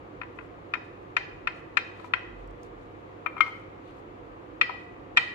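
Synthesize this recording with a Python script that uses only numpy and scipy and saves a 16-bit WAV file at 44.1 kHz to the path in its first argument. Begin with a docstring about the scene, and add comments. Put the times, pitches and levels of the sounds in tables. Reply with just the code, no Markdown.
"""A hand gathers chopped pepper on a ceramic tray on a stone counter in a kitchen, heard in stereo close by.
Throughout: an appliance drone (coloured noise), mains hum (a sine) and far rumble (low noise).
From 0.2 s the tray knocks on its edges (decaying modes, answered by the room) as fingers rustle (noise swells).
From 2.3 s a low boom (a sine) swells three times and pieces snap apart (noise bursts); from 3.2 s the tray
knocks on its corners, and from 4.6 s it mostly lands flat, ending with three close touches."""
import sys
import numpy as np
from scipy import signal
from scipy.fft import rfft, irfft, next_fast_len
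from scipy.io import wavfile
from scipy.ndimage import map_coordinates

SR = 44100
rng = np.random.default_rng(int(sys.argv[2]) if len(sys.argv) > 2 else 0)


def int16_out(signal):
    """Quantize to a 16-bit WAV file."""
    q = np.round(np.clip(np.atleast_2d(signal).T, -1, 1) * 32767)
    wavfile.write(sys.argv[1], SR, q.astype(np.int16))


N = 235802

# spectrum of crisp hiss and snaps from wet pieces: f/Hz, relative level/dB
CRISP_COLOUR = [(3000, -120), (4500, 1.5), (6500, 2.5), (10000, -5.5), (15500, -15)]


def amp(db):
    """dB to gain."""
    return 10 ** (np.asarray(db) / 20)


def unit(x):
    """x at rms 1."""
    return x / np.sqrt(np.mean(x ** 2) + 1e-20)


def along(points, hz):
    """Interpolate (f/Hz, value) points on a log frequency axis."""
    f, v = np.transpose(points)
    return np.interp(np.log(hz + 1), np.log(f + 1), v)


def wobble(rate):
    """A smooth random curve, rate knots a second."""
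    knots = rng.standard_normal(int(N * rate / SR) + 4)
    return map_coordinates(knots, [np.arange(N) * rate / SR])


def bells(middle, half):
    """Smooth rises and falls around each middle time, one row each."""
    return np.exp(-.5 * ((np.arange(N) / SR - middle) / half) ** 2)


def filtered(x, response):
    """x times a complex response of frequency."""
    m = next_fast_len(N + SR // 2)
    spectrum = rfft(x, m) * response(np.fft.rfftfreq(m, 1 / SR))
    return irfft(spectrum, m)[..., :N]


def ports(pair, colour_db):
    """Two noises coloured and mixed as the two microphone ports hear a diffuse sound, at rms 1."""
    # likeness of the two ports: f/Hz, left-right correlation
    likeness = [(45, 1), (140, 0.97), (200, 0.95), (300, 0.68), (450, 0.2), (800, 0.46), (1600, 0.45),
                (3000, 0.2), (4000, 0.04), (15000, .02)]
    # phase between the ports: f/Hz, left leads/rad
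    left_lead = [(45, 0.87), (100, -0.1), (150, 0.5), (200, 0), (400, 0.08), (500, -0.05), (700, -2.5),
                 (1600, -3), (3000, -2)]
    # balance of the ports: f/Hz, left over right/dB
    left_lean = [(45, -2.5), (100, -2.5), (200, 0), (300, -5.5), (500, -1.6), (900, -1.1), (1600, 1.7),
                 (2500, 6.5), (4000, -1), (15000, 0)]

    def mid_side_response(hz):
        turn = np.arccos(np.clip(along(likeness, hz), -1, 1)) / 2
        return amp(colour_db(hz)) * [np.cos(turn), np.sin(turn)]

    def port_response(hz):
        half = np.array([[.5], [-.5]])  # left and right share each difference
        return amp(half * along(left_lean, hz)) * np.exp(1j * half * along(left_lead, hz))

    mid, side = filtered(pair, mid_side_response)
    return unit(filtered([mid + side, mid - side], port_response))


def far_rumble():
    """Distant low noise whose level wavers slowly."""
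    # spectrum of the rumble: f/Hz, relative level/dB
    rumble_colour = [(15, -120), (30, -24.5), (38, -11), (45, -5.5), (53, -7), (65, -16), (90, -120)]
    level_db = -62 + 2.5 * wobble(5.7)
    return amp(level_db) * ports(rng.standard_normal((2, N)), lambda hz: along(rumble_colour, hz))


def low_boom():
    """A low sine with a slightly wandering phase swells and fades."""
    # swells of the boom: middle t/s, peak level/dB, half length t/s
    boom_swells = [(2.298, -58, 0.09), (2.443, -43, 0.079), (2.75, -52, .05)]
    s, peak_db, half = np.transpose(boom_swells)[:, :, None]
    swell = (amp(peak_db) * bells(s, half)).sum(axis=0)
    boom_hz = 44.6
    boom = swell * np.sin(2 * np.pi * boom_hz * np.arange(N) / SR + .6 * wobble(8))
    return boom * amp([[-1.2], [1.2]])  # a little stronger on the right


def mains_hum():
    """A sine at twice the mains frequency, its level and phase wavering."""
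    hum_hz = 99.9
    waver = amp(1.6 * wobble(14))
    hum = amp(-54.5) * waver * np.sin(2 * np.pi * hum_hz * np.arange(N) / SR + .3 * wobble(5.9))
    return hum * amp([[-1.1], [1.1]])


def appliance_drone():
    """Steady appliance noise, raised in bands by resonances such as the room's low ones."""
    # broad spectrum of the drone: f/Hz, relative level/dB
    drone_colour = [(32, -47), (55, -9.5), (102, -14.5), (123, -6.5), (190, -12), (240, -14.5), (326, -6.5),
                    (537, -7), (619, -11.5), (1200, -10.5), (1420, -17.5), (2230, -23), (3500, -33.5),
                    (5500, -46), (8500, -53.5), (11300, -60), (13000, -55.5), (16000, -65.5)]
    # resonances: centre f/Hz, width/Hz, level over the broad spectrum/dB
    resonances = [(136, 150, 1), (304.6, 59.6, 6), (487.5, 24.3, 4.5), (711, 11.2, 8.5), (6800, 380, 4)]

    def colour_db(hz):
        bumps = sum(db * np.exp(-.5 * ((hz - c) / w) ** 2) for c, w, db in resonances)
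        return along(drone_colour, hz) + bumps

    drone = ports(rng.standard_normal((2, N)), colour_db)
    return amp(-45.5 + 0.17 * wobble(0.68)) * drone


def background():
    """Everything heard behind the hand and tray."""
    return appliance_drone() + mains_hum() + far_rumble() + low_boom()


def rustles():
    """Fingers slide among wet pieces: swells of clumped crisp grain over a dull rub of the palm."""
    # strokes of the fingers: middle t/s, crisp hiss level/dB, dull rub level/dB, half length t/s
    finger_strokes = [(.365, -80, -78, .012), (.44, -79, -76, .025), (.85, -80, -76, .015),
                      (1.03, -82, -82, .008), (1.58, -75, -72, .025), (2.0, -76, -66, .03),
                      (2.06, -73, -64, .025), (2.41, -79, -72, .03), (2.65, -72, -68, .022),
                      (2.83, -80, -74, .025), (3.5, -72, -72, .07), (3.89, -78, -64, .035),
                      (3.98, -78, -72, .02), (4.82, -80, -74, .04)]
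    # spectrum of the dull rub: f/Hz, relative level/dB
    rub_colour = [(900, -120), (1400, -10), (2000, -5.5), (3200, 0), (4500, -5.5), (7000, -120)]
    s, crisp_db, dull_db, half = np.transpose(finger_strokes)[:, :, None]
    strokes = bells(s, half)
    hiss, rub = rng.standard_normal((2, 2, N))
    grain = hiss * amp(3 * wobble(400) + 1.7 * wobble(60))  # fine and coarser clumps
    crisp_swell = (amp(crisp_db) * strokes).sum(axis=0)
    dull_swell = (amp(dull_db) * strokes).sum(axis=0)
    crisp = crisp_swell * ports(grain, lambda hz: along(CRISP_COLOUR, hz))
    dull = dull_swell * ports(rub, lambda hz: along(rub_colour, hz))
    return crisp + dull


def snaps():
    """Crisp pieces part in short noise bursts that die in about 9 ms."""
    # pieces parting: t/s, relative level/dB
    partings = [(2.37, -79), (2.4757, -63.5), (2.5092, -68.5), (2.633, -55.5), (3.8784, -76), (3.967, -77)]
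    bursts, t = np.zeros((2, N)), np.arange(400) / SR
    for s, db in partings:
        burst = amp(db + 9 - 60 * t / 0.0091) * rng.standard_normal((2, len(t)))
        bursts[:, round(s * SR):][:, :len(t)] += burst
    return filtered(bursts, lambda hz: amp(along(CRISP_COLOUR, hz)))


def echo_tail():
    """A fresh stereo kitchen tail, left energy 1; each frequency dies at its own speed."""
    # decay of the room: f/Hz, t60/s
    room_decay = [(500, 0.35), (1300, 0.66), (2400, 0.7), (5000, 0.5), (10000, 0.65)]
    # colour of the echo at its start: f/Hz, relative level/dB
    room_colour = [(500, 15), (1300, 0), (2400, -1.5), (5000, 6), (10000, -4)]
    hz, t, z = signal.stft(rng.standard_normal((2, SR // 2)), SR, nperseg=256)
    decay_db = along(room_colour, hz)[:, None] - 60 * t / along(room_decay, hz)[:, None]
    tail = signal.istft(z * amp(decay_db), SR, nperseg=256)[1]
    return tail / np.linalg.norm(tail[0])


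def small_modes(t, count):
    """The dense, weak upper modes: count short modes at random frequencies, weaker towards the treble."""
    hz = 3300 * 2.9 ** rng.random((count, 1))
    level_db = -9 * np.log2(hz / 4500) + rng.normal(0, 2, (3, count, 1)) - 60 * t / 0.016
    cycles = hz * t + rng.random((3, count, 1))
    return (amp(level_db) * np.sin(2 * np.pi * cycles)).sum(axis=1)


def tray():
    """Each knock lands on one of six spots of the foot, so mode families ring at that spot's strengths."""
    # knocks: t/s, relative level/dB, spot, thud level/dB, brightness/dB per octave, relative click level/dB,
    # left over right/dB, pitch shift/%
    tray_knocks = [(0.215, -24.5, "near edge", -16, -5.5, -65, 12.5, 0.5),
                   (0.233, -30, "side edge", -14, -1, -54, 12, 1),
                   (0.388, -28, "side edge", -15, -4.5, -55, 15, 2.5),
                   (0.41, -37, "side edge", -12, -8, -43.5, 9, 2),
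                   (0.738, -14.5, "near edge", -22.5, -0.5, -56, 13, -0.2),
                   (0.753, -24.5, "near edge", -17, -7, -60, 9, 0.5),
                   (1.167, -9, "near edge", -22, 1, -56.5, 12, -.6),
                   (1.473, -12, "near edge", -22.5, -2.5, -54, 11.5, 1.5),
                   (1.771, -7, "near edge", -27, 0.7, -58, 14.5, -0.3),
                   (1.781, -30.5, "side edge", -9, .3, -56, 5.0, -0.5),
                   (1.998, -35, "rim", -16, 4.5, -45, 14, 2.5), (2.044, -31, "rim", -8.5, 4, -48, 9, 0),
                   (2.137, -5, "side edge", -25.5, 0.5, -66, 12.5, 2),
                   (3.262, -14, "near corner", -20.5, -1.2, -41, 14.5, -.3),
                   (3.367, -27.5, "near corner", -10, -4, -43, 9, 0),
                   (3.38, -24.5, "far corner", -27, -2, -37, 4.5, -.3),
                   (3.407, -5, "far corner", -30.5, 1.4, -45.5, 14.5, -0.03),
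                   (3.463, -25, "far corner", -17.5, 1, -56, 8, .1),
                   (3.479, -25, "rim", -15.5, 2, -51.5, 5, -.3),
                   (4.613, -2, "flat", -31.5, -0.7, -49.5, 8.5, -0.06),
                   (4.695, -22, "rim", -8.5, 0, -55.5, 10.5, 0), (5.166, -22, "flat", -29, 2, -55, 4, -0.5),
                   (5.172, -0.5, "flat", -30.5, 2, -48.5, 5.5, -.3),
                   (5.177, -4, "flat", -23.5, .3, -55, 5, -0.4)]
    # where the foot lands: ten relative levels/dB of the mode families above the thud, low to high;
    # ring length factor (the hand damps the modes), second touch level/dB
    landing_spots = {"near edge": (-19, -12, -8, -13.5, -15.5, -19, -9.5, -21, -22, -31, 1.0138, -9.5),
                     "side edge": (-24, -11.5, -25.5, -11.5, -22, -34, -13, -20.5, -27.5, -40.5, 0.82, -10.5),
                     "far corner": (-7, -19.5, -27.5, -18.5, -7.5, -13, -25, -18.5, -27.5, -38, 0.98, -36),
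                     "near corner": (-10, -21, -16, -23.5, -17, -13.5, -18, -27.5, -32.5, -50.5, 1.09, -10.5),
                     "rim": (-8, -22, -25.5, -19.5, -22, -20, -26.5, -31.5, -29, -39, 1, -17),
                     "flat": (-20, -21, -21, -12, -21.5, -16.5, -11.5, -19.5, -22, -33.5, 1.01, -8.5)}
    # upper limits of the mode families, thud first: f/Hz
    family_tops = [1100, 1320, 1600, 1850, 2060, 2250, 2400, 2850, 3400, 4500]
    # modes of the tray: f/Hz, level within its family/dB, t60 before the ring factor/s, left over right/dB,
    # left leads/rad
    tray_modes = [(809, 1, 0.034, -5, 4.5), (983, 1.5, 0.056, 3.5, 0), (1199, -1.5, 0.022, -2.5, 1.5),
                  (1273, 3, 0.031, 4, -0.04), (1372, 2.5, 0.031, 0.5, 0), (1553, -6.5, 0.077, -5.5, 5.5),
                  (1778, 3, 0.022, -3.5, 2), (1923, 6, 0.024, -4, -2), (1960, -4, 0.062, -7.5, 3),
                  (2136, -5, 0.093, 3, 0.7), (2392, -1, 0.051, 2, -0.6), (2477, 1, 0.034, 1, 1.15),
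                  (2530, -9.5, 0.037, 5.5, 2), (2735, -9, 0.056, -5, -0.8), (3050, 0.5, 0.028, 0.5, -3),
                  (3178, -10.5, 0.082, -11.5, -1), (3527, 0.5, 0.019, 8, 2), (3790, 0, 0.02, 1, 3),
                  (3886, -11, 0.045, -5, 12), (4223, -8.5, 0.039, -2.5, 4.5), (4860, 1.5, 0.023, -1, 2.5),
                  (4975, -5.5, 0.031, -14.5, 2.5), (5345, -2.5, 0.026, -5.5, 2.5),
                  (5795, -8, 0.042, -19.5, -2), (6660, -12, 0.043, -1, -2.1), (7320, -16, 0.015, -12, 0.5),
                  (7800, -16.5, 0.057, -12, 2), (8730, -31, .03, 2, 5.5), (9950, -23, 0.026, -7, 1)]
    out, t = np.zeros((2, N + SR)), np.arange(SR // 5) / SR
    hz, mode_db, t60, lean_db, lead = np.transpose(tray_modes)[:, :, None]
    family = np.searchsorted(family_tops, hz[:, 0])
    # three feeds: left port, right port, into the room
    side = np.array([.5, -.5, 0])[:, None, None]
    far = np.array([0, 1, 0])[:, None, None]
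    contact = (1 - np.exp(-t / 0.0011)) ** 2  # the foot rolls into contact
    for s, db, spot, thud_db, bright_db, click_db, pan_db, shift in tray_knocks:
        *upper_db, ring, again_db = landing_spots[spot]
        tilt_db = bright_db * np.log2(hz / 2000) * (family[:, None] > 0)  # the thud is not tilted
        family_db = np.array([thud_db, *upper_db])[family, None]
        uneven_db = rng.normal(0, 1, hz.shape)
        level_db = family_db + tilt_db + mode_db + uneven_db + side * (lean_db + pan_db)
        # the hand's weight detunes the modes a little
        pressed_hz = hz * (1 + shift / 100 + rng.normal(0, 0.0049, hz.shape))
        phase = 2 * np.pi * pressed_hz * t - far * lead  # all modes start together at the near port
        modes = amp(level_db - 60 * t / (t60 * ring)) * np.sin(phase)
        click_noise = np.diff(rng.standard_normal((3, len(t) + 1)))
        click = amp(click_db + 0.5 - 60 * t / 0.027) * click_noise
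        dense = amp(upper_db[-1] + 2.5 * bright_db - 10.0) * small_modes(t, count=50)
        touch = amp(db + 2.0) * contact * (modes.sum(axis=1) + dense + click)
        # the foot touches again 1.6 ms later
        left, right, into_room = touch + amp(again_db) * np.roll(touch, 72, axis=1)
        echo = signal.fftconvolve(into_room[None], echo_tail(), axes=1)
        start = round(s * SR) - 60  # the onset is heard a moment after first contact
        out[:, start:start + len(t)] += [left, right]
        walls = start + 200  # first walls answer after a few ms
        out[:, walls:walls + echo.shape[1]] += amp(-8.0) * echo
    return out[:, :N]


def scene():
    """Kitchen background, fingers among the pieces and the tray in front."""
    return background() + rustles() + snaps() + tray()


def record(dry):
    """The recorder rounds off peaks near full scale and keeps nothing above its band limit."""
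    top_hz = 15750
    soft = dry / (1 + np.abs(dry / .99) ** 24) ** (1 / 24)
    return filtered(soft, lambda hz: hz < top_hz)


dry = scene()
out = record(dry)
int16_out(out)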